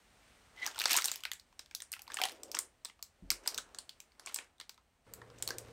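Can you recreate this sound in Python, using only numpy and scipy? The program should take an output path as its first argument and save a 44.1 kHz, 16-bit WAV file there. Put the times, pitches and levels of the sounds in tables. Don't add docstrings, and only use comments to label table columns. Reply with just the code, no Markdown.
import sys
import numpy as np
from scipy import signal
from scipy.io import wavfile

SR = 44100
rng = np.random.default_rng(int(sys.argv[2]) if len(sys.argv) > 2 else 0)


def file_out(sig):
    cols = np.atleast_2d(sig).T
    lim = np.clip(cols, -1, 1)
    pcm = np.round(lim * 32767).astype(np.int16)
    wavfile.write(sys.argv[1], SR, pcm)


N = 252248

CARRIED_OFF_S, BACK_S = 3.2, 4.6


def from_db(db):
    return 10 ** (np.asarray(db) / 20)


def rms_one(x):
    return x / np.sqrt(np.mean(x ** 2) + 1e-20)


def in_time(rows, outside=None):
    s, level_db = np.transpose(rows)
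    return np.interp(np.arange(N) / SR, s, level_db, outside, outside)


def at_hz(points, hz):
    curve_hz, value = np.transpose(points)
    return np.interp(np.log(hz), np.log(curve_hz), value)


def butter(x, order, hz, kind):
    return signal.sosfilt(signal.butter(order, hz, kind, fs=SR, output="sos"), x)


def band(x, low_hz, high_hz):
    return butter(x, 2, [low_hz, min(high_hz, .45 * SR)], "band")


def coloured(spectrum, whites):
    edges = 25 * 2 ** np.arange(0, 9.6, .5)
    out = 0
    for k, (low, high) in enumerate(zip(edges, edges[1:])):
        gain = from_db(at_hz(spectrum, np.sqrt(low * high)))
        out = out + gain * band(whites[k % 2], low, high)
    return rms_one(out)


def resonance(x, hz, width_hz):
    r = np.exp(-np.pi * width_hz / SR)
    poles = [1, -2 * r * np.cos(2 * np.pi * hz / SR), r * r]
    return signal.lfilter([(1 - r * r) / 2, 0, (r * r - 1) / 2], poles, x)


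def lumps(per_s):
    r = np.exp(-2 * np.pi * per_s / SR)
    return rms_one(signal.lfilter([1], [1, -2 * r, r * r], rng.standard_normal(N)))


def struck(blows, modes):
    clicks, out = np.full(N, 1e-18), 0
    for s, db in blows:
        clicks[round(s * SR)] = from_db(db)
    for hz, level_db, t60 in modes:
        r, w = from_db(-60 / (t60 * SR)), 2 * np.pi * hz / SR
        out = out + signal.lfilter([0, from_db(level_db) * np.sin(w)], [1, -2 * r * np.cos(w), r * r], clicks)
    return out


# (time [s], hiss level [dB])
AIR = [(0, -71.5), (.3, -67.5), (.6, -69.5), (1.4, -76.5), (2.3, -74.5), (3.0, -78.5), (3.7, -72),
       (4.5, -80.5), (5.04, -80.5), (5.07, -74), (5.72, -73)]
# (frequency [Hz], relative density [dB per Hz])
RUMBLE_COLOUR = [(15, -38), (25, -7), (69, 2), (119, -8.5), (275, -9), (350, -13.5), (900, -10.5),
                 (1170, -34.5), (1980, -120)]
HISS_COLOUR = [(350, -40.5), (600, -16.5), (837, -5), (1650, 0), (3080, -4.5), (8250, -15), (15200, -33),
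               (16500, -40.5)]
FINE_HISS_COLOUR = [(1000, -19), (3000, -0.5), (8500, -4.5), (10500, -8.5), (16500, -0.5)]


def room_tone(rumble_db=-73, rumble_follows=.6, fine_db=-86.5, fine_follows=.6):
    hiss_db = in_time(AIR)
    swing_db = hiss_db - hiss_db.mean()
    white = rng.standard_normal((6, N))
    rumble = from_db(rumble_db + rumble_follows * swing_db) * coloured(RUMBLE_COLOUR, white[:2])
    hiss = from_db(hiss_db) * coloured(HISS_COLOUR, white[2:4])
    fine_hiss = from_db(fine_db + fine_follows * swing_db) * coloured(FINE_HISS_COLOUR, white[4:])
    return rumble + hiss + fine_hiss


# (frequency [Hz], relative density [dB per Hz])
FAN_COLOUR = [(18, -44.5), (30, -8), (53, -6), (113, -8.5), (169, -10.5), (439, -9.5), (706, -15.5),
              (1360, -17.5), (12000, -46), (15600, -72), (22000, -120)]
# (frequency [Hz], width of each of two passes [Hz], level against the air [dB])
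FAN_TONES = [(466, 110, -1.5), (1316, 60, -31)]


def fan(start_s=5.064, rise_s=.0041, level_db=-60.5, swell_db_per_s=8, surge_db=2.5,
        motor_hz=115.6, motor_db=0):
    t = np.arange(N) / SR
    white = rng.standard_normal((3, N))
    air = coloured(FAN_COLOUR, white) * from_db(surge_db * lumps(per_s=34.0))
    tones = from_db(motor_db + 2.0 * lumps(per_s=11.0)) * np.sin(2 * np.pi * motor_hz * t)
    for hz, width_hz, db in FAN_TONES:
        casing = resonance(resonance(white[2], hz, width_hz), hz, width_hz)
        tones += from_db(db) * rms_one(casing)
    on_s = t - start_s
    gain = from_db(level_db + swell_db_per_s * on_s) * np.clip(on_s / rise_s, 0, 1)
    return gain * rms_one(air + tones)


# (frequency [Hz], decay by 60 dB [s])
KITCHEN = [(500, 0.15), (1500, 0.26), (4000, 0.15), (9000, 0.19), (15000, 0.11)]


def kitchen(x, level_db=-8, onset_s=.0017):
    out, white = 0, rng.standard_normal((2, N))
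    edges = 300 * 2 ** np.arange(0, 6, .25)
    build = np.exp(-1 / (onset_s * SR))
    for k, (low, high) in enumerate(zip(edges, edges[1:])):
        t60 = at_hz(KITCHEN, np.sqrt(low * high))
        die = from_db(-120 / (t60 * SR))
        smoothing = np.convolve([1, -die], [1, -build])
        power = signal.lfilter([(1 - die) * (1 - build)], smoothing, band(x, low, high) ** 2 + 1e-18)
        out = out + np.sqrt(np.abs(power)) * rms_one(band(white[k % 2], low, high))
    return from_db(level_db) * out


# (time [s], blow level [dB])
STEPS = [(3.222, -56.5), (3.31, -65.5), (3.56, -72)]
# (frequency [Hz], level [dB], decay by 60 dB [s])
FLOORBOARDS = [(43.7, 10, 0.48), (83.1, 6, 0.11), (188, 11, 0.039), (272, 9.5, 0.055)]


def steps(sole_roll_s=.04):
    t = np.arange(round(.2 * SR)) / SR
    roll = np.exp(-t / sole_roll_s) * rng.standard_normal(len(t))
    roll /= np.sqrt(np.sum(roll ** 2))
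    pushed = signal.fftconvolve(struck(STEPS, FLOORBOARDS), roll)[:N]
    return band(pushed, 35, 320)


# (time [s], hold [s], low level [dB], upper level [dB])
BRUSH = [(0.648, 0.0074, -62.5, -56.5), (.872, 0.015, -69.5, -55), (1.066, .05, -66.5, -72),
         (2.12, 0.043, -70.5, -63), (2.33, 0.24, -59.5, -75.5), (3.296, .05, -66.5, -80.5),
         (3.483, .06, -59.5, -60.5), (3.765, 0.013, -68.5, -70), (4.26, .01, -71.5, -66.5),
         (4.387, .01, -69, -64.5), (5.5, .05, -56, -71.5)]


def sweeps(column, rise_db_per_s=135, fall_db_per_s=115):
    t, gain = np.arange(N) / SR, 0
    for row in BRUSH:
        before_s = np.maximum(row[0] - t, 0)
        after_s = np.maximum(t - row[0] - row[1], 0)
        gain = gain + from_db(row[column] - rise_db_per_s * before_s - fall_db_per_s * after_s)
    return gain


def brush(low_hz=283, split_hz=640, high_hz=1510, lumpy_db=1.5):
    white = rng.standard_normal((2, N)) * from_db(lumpy_db * lumps(per_s=23.0))
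    low = rms_one(band(white[0], low_hz, split_hz))
    upper = rms_one(band(white[1], split_hz, high_hz))
    return low * sweeps(column=2) + upper * sweeps(column=3)


# (time [s], blow level [dB])
KNOCKS = [(2.2, -39.5), (2.216, -33), (2.237, -36), (2.252, -41)]
# (frequency [Hz], level [dB], decay by 60 dB [s])
TIN = [(650, -33, 0.13), (752, 0, 0.082), (823, -5.5, 0.041)]


def tin_knocks():
    return butter(struck(KNOCKS, TIN), 2, 400, "high")


# (time [s], level [dB])
RUB = [(0.555, -96), (0.573, -62.5), (0.633, -40.5), (0.72, -93)]


def rub(squeak_hz=2030, width_hz=120.0, rasp_db=-8, rasp_low_hz=2800, rasp_high_hz=4000):
    r = np.exp(-np.pi * width_hz / SR)
    wobble = signal.lfilter([1], [1, -2 * r, r * r], rng.standard_normal((2, N)))
    turn = 2 * np.pi * squeak_hz * np.arange(N) / SR
    squeak = rms_one(wobble[0] * np.cos(turn) + wobble[1] * np.sin(turn))
    rasp = rms_one(band(rng.standard_normal(N), rasp_low_hz, rasp_high_hz))
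    broken_db = 3.5 * lumps(per_s=59.0)
    return from_db(in_time(RUB, -200) + broken_db) * (squeak + from_db(rasp_db) * rasp)


# (time [s], level [dB])
RUSTLE = [
    [(.55, -70.5), (.64, -54.5), (.74, -63), (.87, -48), (.91, -35.5), (.985, -37), (1.01, -63.5),
     (1.1, -51), (1.23, -71), (1.42, -85.5)],
    [(2.02, -103), (2.126, -61), (2.248, -55), (2.426, -78), (2.634, -72), (2.7, -89)],
    [(3.38, -85.5), (3.48, -57.5), (3.7, -92.5)],
    [(4.18, -103), (4.274, -59.5), (4.5, -81.5)],
    [(5.36, -68.5), (5.538, -75), (5.72, -71.5)],
]
# (frequency [Hz], relative density [dB per Hz])
RUSTLE_COLOUR = [(150, -58), (250, -6.5), (1190, 2), (3180, 14), (3590, 5), (6990, 7), (8480, -18.5),
                 (10100, -23), (13600, -2), (16500, -18.5)]


def handling():
    return sum(from_db(in_time(rows, -200)) for rows in RUSTLE)


def rustle(per_s=1200.0, spread_db=4.5, grain_s=.0006):
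    touching = rng.random(N) < per_s / SR
    sizes = from_db(spread_db * np.minimum(rng.exponential(1, N), 4)) * touching
    shape = np.sqrt(signal.lfilter([1], [1, -np.exp(-1 / (grain_s * SR))], sizes ** 2))
    return handling() * coloured(RUSTLE_COLOUR, shape * rng.standard_normal((2, N)))


def crackles(per_s=130, above_rustle_db=10.5, spread_db=3, low_hz=1500, high_hz=8500):
    draw = rng.random((round(per_s * N / SR), 4))
    s = draw[:, 0] * (N - 1) / SR
    effort_db = 20 * np.log10(handling()[(s * SR).astype(int)])
    peak_db = effort_db + above_rustle_db - spread_db * np.log(1 - .98 * draw[:, 1])
    hz = low_hz * (high_hz / low_hz) ** draw[:, 2]
    bright_db = 16 * (draw[:, 3] - .5)
    return np.transpose([s, peak_db, hz, bright_db])


# (time [s], peak level of the middle part [dB], ring [Hz], brightness [dB])
SNAPS = [(0.601, -50, 2020, 4), (0.6576, -26.5, 1930, -5), (0.6635, -21.5, 6300, 3),
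         (0.6742, -26.5, 4970, -7), (0.746, -40, 2820, 0), (0.759, -35.5, 2700, -9),
         (0.7801, -28.5, 2240, -7), (0.7891, -23.5, 3640, 8), (0.799, -20.5, 4160, 2.5),
         (0.8059, -19.5, 2820, -3.5), (0.816, -20.5, 2480, 3), (0.8389, -23.5, 2800, 5),
         (0.856, -13.5, 3346, -6), (0.9058, -24.5, 1211, -3.5), (0.9145, -22.5, 8700, 2),
         (0.9314, -16, 7500, 6), (0.9421, -23, 2600, 7), (0.951, -25, 3730, -9), (0.9648, -16.5, 9300, 6),
         (0.9784, -30, 2200, -4), (0.985, -20.5, 1350, 4), (1.0117, -28, 3910, 10), (1.0206, -25, 4790, 5),
         (1.043, -17, 5670, 4), (1.0485, -21.5, 6680, 3), (1.0563, -17, 8900, 2.5), (1.0774, -28, 7670, 5),
         (1.0825, -23.5, 2800, -1), (1.1158, -20, 4920, 2), (1.1387, -34.5, 2040, 6),
         (1.1578, -30.5, 5040, 10), (1.2053, -44, 2900, 8), (1.236, -30.5, 3000, 8),
         (1.2521, -22.5, 1450, -0.5), (1.316, -22, 3230, 5.5), (1.3338, -31, 8300, 4),
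         (1.3967, -44, 4850, 2), (1.5264, -53, 1040, -1.5), (1.5927, -32.5, 5040, -5.5),
         (1.6598, -46.5, 4130, -2), (1.711, -40, 2230, -5), (1.7491, -23, 5260, 8),
         (1.8028, -33.5, 3500, 4), (1.8202, -32, 8560, -2), (1.9179, -26.5, 8960, 9.5),
         (1.9284, -28, 9000, -1), (1.9364, -29, 2010, 10), (1.965, -40, 1360, -9.5),
         (1.9924, -39.5, 2600, 6), (2.0187, -37.5, 9700, 8.5), (2.0684, -49, 2570, -1),
         (2.0782, -36, 945, 2.5), (2.101, -40.5, 1610, -15.5), (2.1185, -31.5, 2540, -7),
         (2.1426, -25.5, 8200, -2.5), (2.17, -25.5, 1800, 1), (2.1872, -28, 1240, -8),
         (2.2012, -32, 1550, -11), (2.2154, -19, 840, 9), (2.2365, -15, 3190, -2),
         (2.253, -22.5, 3900, -8.5), (2.2857, -31, 3180, 0), (2.2943, -33, 4100, -8),
         (2.3191, -40.5, 4950, 8), (2.4329, -33, 5530, 3), (2.5155, -30, 5600, 4),
         (2.5452, -28, 1520, -2.5), (2.5489, -22.5, 5230, -8), (2.5688, -24, 1870, -5.5),
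         (2.5887, -19.5, 8850, 1), (2.8479, -30, 8000, -3.5), (2.8542, -30.5, 3510, -4),
         (2.8858, -47, 2800, -3), (2.8976, -42, 3020, -12), (2.9924, -51.5, 1020, -4),
         (3.026, -29.5, 5100, 8), (3.3032, -12.5, 5250, 3.5), (3.3084, -30.5, 5150, -1),
         (3.3158, -24.5, 8700, -7.5), (3.4604, -33.5, 999, -4), (3.475, -17, 4980, 2.5),
         (3.5444, -28, 4640, 5), (3.5775, -23.5, 6520, -0.5), (3.5834, -26, 3470, -10.5),
         (3.69, -59, 1010, 0), (3.7467, -35.5, 4830, -7), (3.7862, -27.5, 4380, 1), (3.8928, -34, 4220, 6),
         (4.0023, -34.5, 5860, 9), (4.119, -54.5, 2090, 3), (4.1515, -64, 1650, 6),
         (4.1957, -40.5, 5120, -9), (4.261, -29, 6010, 0.5), (4.2722, -31.5, 1070, 2),
         (4.2945, -44, 3130, -12), (4.3433, -25, 7800, 18.5), (4.36, -27.5, 5100, -1.5),
         (4.3868, -27, 2340, -6), (4.5815, -59, 3620, 6.5), (4.5997, -35.5, 3720, -8),
         (4.6111, -33, 2090, -2), (4.694, -30.5, 4440, -1), (4.7434, -51.5, 3990, -2),
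         (4.7775, -50.5, 1000, -3.5), (5.1364, -31.5, 8590, 4.5), (5.2166, -42.5, 1720, -13),
         (5.301, -46.5, 1350, -5), (5.4241, -21, 7600, 2.5), (5.4759, -21.5, 8140, 2),
         (5.488, -28, 4130, -6.5), (5.5056, -23.5, 4850, -8), (5.5835, -24.5, 8350, 4)]
LOW_PART_DB, LOW_DB_PER_OCTAVE = -13, -2.5
TOP_PART_DB, TOP_DB_PER_OCTAVE, TOP_SHARE = -10.5, 3.5, .68
TOP_LOSS_DB_PER_S = 7
BODY_DB = -16


def facet_ring(burst, hz, other_hz, sharpness=10.2, ring_db=-3.0, other_db=-3.0):
    ring = rms_one(resonance(burst, hz, hz / sharpness))
    other = rms_one(resonance(burst, other_hz, other_hz / sharpness))
    return rms_one(burst) + from_db(ring_db) * ring + from_db(other_db) * other


def snaps(rows, t60=.008, low_t60=.016, t60_spread=.25, rise_s=.0005):
    size = 2048
    out, t = np.zeros(N + size), np.arange(size) / SR
    for (s, peak_db, hz, bright_db), white in zip(rows, rng.standard_normal((len(rows), size))):
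        if peak_db < -70:
            continue
        octaves = np.log2(hz / 4000)
        low_db = LOW_PART_DB + LOW_DB_PER_OCTAVE * octaves - bright_db
        away_s = max(s - CARRIED_OFF_S, 0) * (s < BACK_S)
        top_db = TOP_PART_DB + TOP_DB_PER_OCTAVE * octaves + TOP_SHARE * bright_db
        top_db -= TOP_LOSS_DB_PER_S * away_s

        other_hz = np.clip(hz * 2 ** white[-2], 700, 12000)
        fade_db = -60 * t / np.exp(t60_spread * white[-1])
        rise = 1 - np.exp(-t / rise_s)
        short = facet_ring(white * from_db(fade_db / t60) * rise, hz, other_hz)
        long = facet_ring(white * from_db(fade_db / low_t60) * rise, hz, other_hz)

        span_hz = np.clip([.39 * hz, 2.6 * hz], [1800, 4500], [4000, 9500])
        parts = (band(short, *span_hz), band(band(long, 800, 2200), 500, 4000),
                 band(short, 9500, 15000), band(long, 250, 800))
        middle, low, top, body = [x / np.abs(x).max() for x in parts]
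        dull = from_db(low_db) * (low + from_db(BODY_DB) * body)
        out[round(s * SR):][:size] += from_db(peak_db) * (middle + dull + from_db(top_db) * top)
    return out[:N]


def scene(room_gain_db_per_s=1):
    background = room_tone() + fan() + steps() + brush()
    near = tin_knocks() + rub() + rustle() + snaps(crackles()) + snaps(SNAPS)
    t = np.arange(N) / SR
    away_s = np.maximum(t - CARRIED_OFF_S, 0) * (t < BACK_S)
    reflections = kitchen(from_db(room_gain_db_per_s * away_s) * near)
    return (background + near + reflections)[None]


def record(dry, port_hz=8600, port_width_hz=1200, added_db=-6, split_hz=8700, cutoff_hz=16700):
    lifted = dry + from_db(added_db) * resonance(dry, port_hz, port_width_hz)
    above = butter(lifted, 4, split_hz, "high")
    below = butter(lifted, 4, split_hz, "low")
    return signal.sosfilt(signal.cheby2(12, 60, cutoff_hz, fs=SR, output="sos"), below + above)


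dry = scene()
out = record(dry)
file_out(out)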